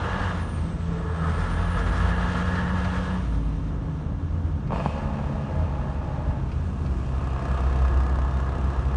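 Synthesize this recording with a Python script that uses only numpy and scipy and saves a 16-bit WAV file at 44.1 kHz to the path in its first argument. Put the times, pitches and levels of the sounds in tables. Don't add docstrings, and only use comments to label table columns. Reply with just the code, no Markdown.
import sys
import numpy as np
from scipy import signal
from scipy.fft import rfft, irfft
from scipy.io import wavfile

SR = 44100
rng = np.random.default_rng(int(sys.argv[2]) if len(sys.argv) > 2 else 0)


def put_to_file(sound):
    columns = np.atleast_2d(sound).T
    safe = np.clip(columns, -1, 1)
    whole_steps = np.round(safe * 32767)
    wavfile.write(sys.argv[1], SR, whole_steps.astype(np.int16))


N = 395136

# time in seconds, firings per second.
SPEED = [(0, 92.5), (.27, 93.6), (.45, 80.3), (.85, 84), (1.27, 80.7), (1.54, 85.3), (1.9, 85.8),
         (2.5, 89.5), (3.23, 92), (3.29, 78.6), (3.99, 78.3), (4.16, 73), (4.7, 74), (4.95, 72.4),
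         (5.5, 70.2), (6.4, 66.7), (7.3, 66.2), (7.8, 65.2), (8.3, 65.5), (8.55, 66.4), (8.96, 66.2)]
# time in seconds, effort in dB relative to full pull.
EFFORT = [(0, -0.5), (.28, 0), (.5, -5), (.8, -10.5), (1, -4.5), (1.22, -0.93), (2.2, 0.5), (3.15, -2),
          (3.26, -7.5), (3.5, -12), (4.68, -12), (4.76, -4), (6.3, -7), (6.52, -10), (7, -7.5), (7.4, -2.5),
          (7.7, -1.2), (8.96, -3)]
CYLINDER_DB = [0.95, -1.5, 0.61, -0.72]
# level in dB at full pull and CRUISE_HZ, dB per dB of effort, dB per extra firing per second.
THUD_LAW = (-35, 0.92, 0.16)
CLATTER_LAW = (-36, 2.46, 0.48)
PANEL_LAW = (-37, 1.48, 0.25)
INTAKE_LAW = (-50, 0.61, 0.21)
CRUISE_HZ = 90.06
BOOST_LAG_S = 0.26

# time in seconds, level in dB.
HUM = [(0, -36), (.75, -37), (.94, -29), (1.06, -38), (1.24, -26.5), (1.36, -34.5), (1.8, -34.5),
       (2.2, -31), (3.2, -31), (3.27, -36.5), (4.01, -33), (4.12, -39.5), (5.3, -33), (6.5, -37.5),
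       (7.8, -36.5), (8.96, -37.5)]
# centre in Hz, width in Hz, level in dB at full pull.
CAB_BOOMS = [(64.08, 3.9, -17.5), (81, 28.5, -29), (214, 9.8, -27.5)]
FIRST_ORDER_DB_PER_DB, THIRD_ORDER_DB_PER_DB = 0.74, 1.7
BOOM_WAVER_DB = 1.84

# frequency in Hz, relative density in dB per Hz.
BLOCK = [(330, -6.5), (385, -6.5), (470, 2.5), (570, -1), (690, 1), (780, -6.5), (890, 2.5), (980, 0),
         (1200, 0), (1500, -14.5), (1730, -5.5), (1900, -28.5), (4000, -30)]
# frequency in Hz, relative density in dB per Hz.
HEAD = [(700, -4.5), (1200, -2.5), (1550, -3), (1700, 2), (1850, -8.5), (2040, -11.5), (2250, -23),
        (2950, -11.5), (3500, -19), (5000, -31)]
LUG_REGULAR_DB = 5
# centre in Hz, width in Hz, relative gain in dB.
PANELS = [(1327, 140, 2.5), (1742, 52, -2), (2077, 7.4, -12), (3220, 290, -16)]
PANEL_BEST_HZ, PANEL_FALL_DB_PER_HZ, PANEL_RANGE_DB = 84.7, 0.5, 11.5
# centre in Hz, width in Hz, relative gain in dB.
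COVER_MODES = [(479, 22, 3.5), (718, 56, 3.5), (1060, 64, 0.5), (1197, 39, 1.5)]
COVER_DB = -39
# time in seconds, level in dB.
DRONE = [(0, -41.5), (.3, -49), (.42, -78), (.9, -43), (3.15, -46), (3.25, -75), (6.3, -59.5), (7.9, -45.5),
         (8.96, -50.5)]
DRONE_ORDER = 5.33

# frequency in Hz, relative density in dB per Hz.
HISS = [(1900, 11.5), (2500, 9.5), (2950, 9.5), (3500, 7), (4950, -1), (6000, 1.5), (7700, -8),
        (9000, -4.5), (10500, -41)]
# time in seconds, pitch in Hz, level in dB.
TURBO = [(0, 10700, -77), (.48, 9300, -60.5), (.66, 8450, -66), (.9, 7740, -72), (1.5, 9100, -62.5),
         (1.72, 9400, -62), (2.4, 9200, -72.5), (3.45, 8856, -73), (3.8, 8130, -95)]

# centre in Hz, width in Hz, relative gain in dB.
GEARCASE = [(640, 95, 8.5), (830, 100, 13.5), (1130, 200, -5)]
# cycles per firing, width in Hz, level in dB before the bite envelope.
GEAR_TONES = [(7.5, 19, -46.5), (9.1, 24, -43), (11.7, 33, -52), (12.5, 26, -49)]
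# time in seconds, pitch in Hz, level in dB.
WHINE = [(1.8, 237, -59), (2.1, 243.1, -43), (3.15, 273, -48.5), (3.4, 280, -40), (4.3, 279.8, -46.5),
         (6.2, 277.6, -51)]
CLUTCH_BITES_S = 4.68

# time in seconds, click in dB before KNOCK_DB and colour.
KNOCKS = [(4.707, -19.5), (4.722, -15), (4.731, -16.5), (4.76, -14), (4.781, -20.5), (4.802, -16.5),
          (4.808, -22.5), (4.86, -12), (4.98, -23), (5.144, -26), (5.191, -26), (8.188, -23), (8.481, -27)]
# frequency in Hz, gain in dB before KNOCK_DB.
KNOCK_COLOUR = [(70, -6), (185, 12.5), (270, -9), (450, -3), (630, -0.5), (730, -3.5), (1020, -1),
                (1270, -11), (1950, -25), (2500, -22.5), (3600, -36), (8000, -59)]
KNOCK_DB = 28.5
# time in seconds, click in dB before the fittings ring.
TICKS = [(2.555, -51.5), (2.845, -50.5), (4.674, -60), (4.877, -62), (4.981, -58), (6.516, -58.5),
         (6.86, -57)]
# centre in Hz, width in Hz, relative gain in dB.
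FITTINGS = [(2380, 360, 16), (3180, 470, 2), (4100, 550, 7)]

# time in seconds, half length in seconds, pitch in Hz, peak level in dB.
BUZZES = [(1.228, 0.051, 1290, -37), (1.783, 0.053, 1324, -35.5), (2.134, 0.02, 1805, -35),
          (2.607, 0.11, 1783, -39)]
# time in seconds, level in dB.
RASP = [(4.69, -87), (4.73, -50), (4.87, -47.5), (4.99, -53.5), (5.1, -56.5), (6.7, -63), (7.6, -52.5),
        (8.2, -63), (8.8, -57)]
# centre in Hz, width in Hz, relative gain in dB.
RASP_MODES = [(1700, 200, 1.5), (2545, 340, 10.5), (4130, 330, -7.5)]
PALM_S, PALM_HALF_S, PALM_DB = 6.92, 0.44, -65

# time in seconds, pitch in Hz, level in dB.
LORRY = [(1.1, 37.8, -71), (1.4, 41.74, -30.5), (2.1, 56.7, -24), (2.3, 60.38, -32), (2.6, 73.2, -31.5),
         (3.1, 58.76, -33), (3.47, 53.76, -23.5), (3.85, 48.48, -42)]
# frequency in Hz, relative density in dB per Hz.
RUMBLE = [(26, -11), (33, -6), (42, -0.5), (56, 3.5), (68, -4.5), (82, 5), (100, -5.5), (125, -2),
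          (160, -5), (290, -14.5), (400, -20.5), (700, -27), (1500, -33.5)]
ROAD_DB, ROAD_SWELL_DB = -29.5, 1.02
# time in seconds, half length in seconds, peak level in dB.
BUMPS = [(4.424, 0.17, -25), (5.608, 0.075, -25), (6.197, 0.12, -31), (6.605, .1, -29)]
BUMP_HZ = 83.5
CUTOFF_HZ = 9750


def from_db(db):
    return 10 ** (np.asarray(db) / 20)


def rms_one(x):
    return x / np.sqrt(np.mean(x ** 2) + 1e-20)


def in_time(rows):
    s, *columns = np.transpose(rows)
    return [np.interp(np.arange(N) / SR, s, c) for c in columns]


def drift(rate_hz):
    r = np.exp(-80 * np.pi * rate_hz / SR)
    noise = rng.standard_normal(N // 40 + 2002)
    slow = signal.lfilter([1], [1, -2 * r, r * r], noise)[2000:]
    return np.interp(np.arange(N) / 40, np.arange(len(slow)), rms_one(slow))


def colour(x, spectrum, size=8192):
    hz, db = np.transpose(spectrum)
    octave = np.log2(np.maximum(np.fft.rfftfreq(size, 1 / SR), 1))
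    known = np.log2(hz)
    outside = np.abs(octave - np.clip(octave, known[0], known[-1]))
    gain_db = np.interp(octave, known, db) - np.minimum(30 * outside, 60)
    cepstrum = irfft(np.log(from_db(gain_db)))
    cepstrum[1:size // 2] *= 2
    cepstrum[size // 2 + 1:] = 0
    impulse = irfft(np.exp(rfft(cepstrum)))
    return signal.fftconvolve(x, impulse)[:N]


def resonate(x, modes):
    out = 0
    for hz, width_hz, db in modes:
        r = np.exp(-np.pi * width_hz / SR)
        poles = [1, -2 * r * np.cos(2 * np.pi * hz / SR), r * r]
        ringing = signal.lfilter([1, 0, -1], poles, x + 1e-18)
        out = out + from_db(db) * (1 - r * r) / 2 * ringing
    return out


def tone(turns):
    return np.sqrt(2) * np.sin(2 * np.pi * turns)


def narrow_noise(turns, width_hz):
    return rms_one(drift(width_hz) * tone(turns) + drift(width_hz) * tone(turns + 1 / 4))


def gliding_tone(rows, waver_hz, waver_rate_hz, flutter_db):
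    hz, db = in_time(rows)
    turns = np.cumsum(hz + waver_hz * drift(waver_rate_hz)) / SR
    return from_db(db + flutter_db * drift(22)) * tone(turns)


def swells(rows):
    t = np.arange(N) / SR
    return [from_db(db) * np.exp(-((t - s) / half_s) ** 2) for s, half_s, db in rows]


def by_law(law, effort_db, x):
    full_db, per_effort, per_speed = law
    firing_hz, = in_time(SPEED)
    level_db = full_db + per_effort * effort_db + per_speed * (firing_hz - CRUISE_HZ)
    return from_db(level_db) * rms_one(x)


def firing_gate(turns, decay, depth, rise=.12):
    firing = np.floor(turns).astype(int)
    phase = turns % 1
    chance_db = 1.6 * rng.standard_normal(1000)[firing]
    strength = from_db(np.take(CYLINDER_DB, firing % len(CYLINDER_DB)) + chance_db)
    burst = np.minimum(phase / rise, 1) * np.exp(-phase / decay)
    share = np.clip(depth, 0, 1)
    return rms_one(1 - share + share * rms_one(strength * burst))


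def crank_pattern(turns, jitter, half_order_db, size=4096):
    orders = np.exp(2j * np.pi * rng.random(size // 2 + 1))
    orders[1::2] *= from_db(half_order_db)
    orders[64:] = 0
    angle = (turns + jitter * drift(30)) / 2 % 1
    return rms_one(np.interp(angle * size, np.arange(size), irfft(orders)))


def excitation(turns, regular_db, decay, depth, jitter=0.014):
    regular = from_db(regular_db) * crank_pattern(turns, jitter, half_order_db=-0.5)
    return regular + rng.standard_normal(N) * firing_gate(turns, decay, depth)


def after_bite(attack_s, hold_s, sag_db_per_s, release_s):
    age = np.maximum(np.arange(N) / SR - CLUTCH_BITES_S, 0)
    release = np.exp(-np.maximum(age - hold_s, 0) / release_s)
    return np.minimum(age / attack_s, 1) * from_db(-sag_db_per_s * age) * release


def blows(events, scatter_s, scatter_db):
    out = np.zeros(N)
    age = np.arange(SR // 5) / SR
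    for s, db in events:
        burst = from_db(scatter_db) * rng.standard_normal(len(age)) * np.exp(-age / scatter_s)
        burst[0] += 1
        at = round(s * SR)
        out[at:at + len(age)] += from_db(db) * burst[:N - at]
    return out


def combustion(turns, firing_hz, effort_db):
    lugging = np.clip((85 - firing_hz) / 20, 0, 1) * from_db(0.68 * effort_db)
    uneven = from_db(.6 * drift(14))

    regular_db = -12.5 + LUG_REGULAR_DB * lugging
    strokes = excitation(turns, regular_db, decay=0.25, depth=0.38 + 0.76 * lugging, jitter=0.0071)
    thuds = by_law(THUD_LAW, effort_db, colour(strokes, BLOCK))

    clatter = excitation(turns, regular_db=-13.0, decay=0.73, depth=0.25 + .5 * lugging)
    cracks = by_law(CLATTER_LAW, effort_db, colour(clatter * from_db(.5 * drift(11.0)), HEAD))

    shaking = excitation(turns, regular_db=-8, decay=0.73, depth=0.22)
    panels = resonate(shaking, PANELS) * from_db(2.4 * drift(9.1))
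    off_best_db = np.minimum(PANEL_FALL_DB_PER_HZ * np.abs(firing_hz - PANEL_BEST_HZ), PANEL_RANGE_DB)
    rasp = from_db(-off_best_db) * by_law(PANEL_LAW, effort_db, panels)
    return uneven * (thuds + cracks + rasp)


def boom(turns, firing_hz, effort_db):
    hum_db, = in_time(HUM)
    out = from_db(hum_db + drift(6)) * tone(2 * turns)
    for order, db_per_db in ((1, FIRST_ORDER_DB_PER_DB), (3, THIRD_ORDER_DB_PER_DB)):
        responses = [from_db(db) / (1 + (2 * (order * firing_hz - hz) / width_hz) ** 2)
                     for hz, width_hz, db in CAB_BOOMS]
        level = from_db(db_per_db * effort_db + BOOM_WAVER_DB * drift(10.0))
        out = out + np.linalg.norm(responses, axis=0) * level * tone(order * turns)
    return out


def growl(turns, firing_hz, effort_db):
    lugging = np.clip((69 - firing_hz) / 3, 0, 1)
    strokes = excitation(turns, regular_db=-6, decay=.35, depth=.95, jitter=.01)
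    chug = 1 + .55 * np.sin(np.pi * (turns + 1 / 4))
    level = from_db(COVER_DB + 1.41 * effort_db + drift(9))
    return lugging * level * rms_one(resonate(strokes * chug, COVER_MODES))


def drone(turns):
    db, = in_time(DRONE)
    return from_db(db) * narrow_noise(DRONE_ORDER * turns, width_hz=19.3)


def intake(turns, effort_db):
    r = np.exp(-1 / (BOOST_LAG_S * SR))
    boost_db = signal.lfilter([1 - r], [1, -r], effort_db)
    air = rng.standard_normal(N) * firing_gate(turns, decay=0.97, depth=0.13) * from_db(.8 * drift(4.8))
    return by_law(INTAKE_LAW, boost_db, colour(air, HISS))


def turbo(width_hz):
    hz, db = in_time(TURBO)
    return from_db(db + 2 * drift(15)) * narrow_noise(np.cumsum(hz) / SR, width_hz)


def gear_chatter(turns):
    jerks = excitation(turns, regular_db=11.0, decay=0.53, depth=0.36, jitter=0.02)
    case = rms_one(resonate(jerks, GEARCASE))
    mesh = sum(from_db(db) * narrow_noise(order * turns, width_hz) for order, width_hz, db in GEAR_TONES)
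    chatter = from_db(-43.5) * case + mesh * firing_gate(turns, decay=0.36, depth=0.59)
    return chatter * after_bite(attack_s=0.05, hold_s=1.653, sag_db_per_s=1.5, release_s=0.072)


def gear_whine():
    return gliding_tone(WHINE, waver_hz=3.6, waver_rate_hz=14, flutter_db=2.0)


def knocks_and_rattle():
    knocks = blows(KNOCKS, scatter_s=0.008, scatter_db=-28)
    contacts = rng.standard_normal(N) * (rng.random(N) < 900 / SR)
    rattle = contacts * after_bite(attack_s=.05, hold_s=.22, sag_db_per_s=8, release_s=.05)
    return from_db(KNOCK_DB) * colour(knocks + from_db(-36) * rattle, KNOCK_COLOUR)


def fitting_ticks():
    ticks = blows(TICKS, scatter_s=.01, scatter_db=1)
    soft = signal.sosfilt(signal.butter(2, 6000, fs=SR, output="sos"), ticks)
    return from_db(9.5) * resonate(soft, FITTINGS)


def trim_buzz(turns):
    t = np.arange(N) / SR
    envelopes = swells([(s, half_s, db) for s, half_s, _, db in BUZZES])
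    flares = sum(env * narrow_noise(row[2] * t, width_hz=83) for env, row in zip(envelopes, BUZZES))
    rasp_db, = in_time(RASP)
    rasp = from_db(rasp_db) * rms_one(resonate(rng.standard_normal(N), RASP_MODES))
    return (flares + rasp) * firing_gate(turns, decay=0.99, depth=0.36)


def palm():
    swell = np.exp(-((np.arange(N) / SR - PALM_S) / PALM_HALF_S) ** 2)
    band = signal.butter(1, [3500, 8000], "band", fs=SR, output="sos")
    rub = signal.sosfilt(band, rng.standard_normal(N))
    return from_db(PALM_DB + 1.5 * drift(15)) * swell * rms_one(rub)


def reflections(x, echo_db, ring_s, size=3072):
    age = np.arange(size) / SR
    echoes = rng.standard_normal(size) * np.exp(-age / ring_s) * (age > .002)
    treble = signal.sosfilt(signal.butter(2, 1400, "high", fs=SR, output="sos"), x)
    return x + from_db(echo_db) * signal.fftconvolve(treble, echoes / np.linalg.norm(echoes))[:N]


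def lorry_ahead():
    return gliding_tone(LORRY, waver_hz=0.82, waver_rate_hz=13.0, flutter_db=1.0)


def road():
    level = from_db(ROAD_DB + ROAD_SWELL_DB * drift(4.2))
    rumble = level * rms_one(colour(rng.standard_normal(N), RUMBLE))
    drumming = tone(np.cumsum(BUMP_HZ + 2.15 * drift(12.3)) / SR)
    return rumble + sum(swells(BUMPS)) * from_db(2.2 * drift(12)) * drumming


def scene():
    firing_hz, = in_time(SPEED)
    effort_db, = in_time(EFFORT)
    turns = np.cumsum(firing_hz * (1 + 0.002956 * drift(7.595))) / SR
    engine = combustion(turns, firing_hz, effort_db) + boom(turns, firing_hz, effort_db)
    engine = engine + growl(turns, firing_hz, effort_db) + drone(turns)
    air = intake(turns, effort_db) + turbo(width_hz=310)
    gearbox = gear_chatter(turns) + gear_whine()
    cab = knocks_and_rattle() + fitting_ticks() + trim_buzz(turns) + palm()
    inside = reflections(engine + air + gearbox + cab, echo_db=-8.5, ring_s=.011)
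    return (inside + lorry_ahead() + road())[None]


def record(dry):
    thin = signal.sosfilt(signal.butter(2, 24, "high", fs=SR, output="sos"), dry)
    return signal.sosfilt(signal.ellip(12, .2, 70, CUTOFF_HZ, fs=SR, output="sos"), thin)


dry = scene()
out = record(dry)
put_to_file(out)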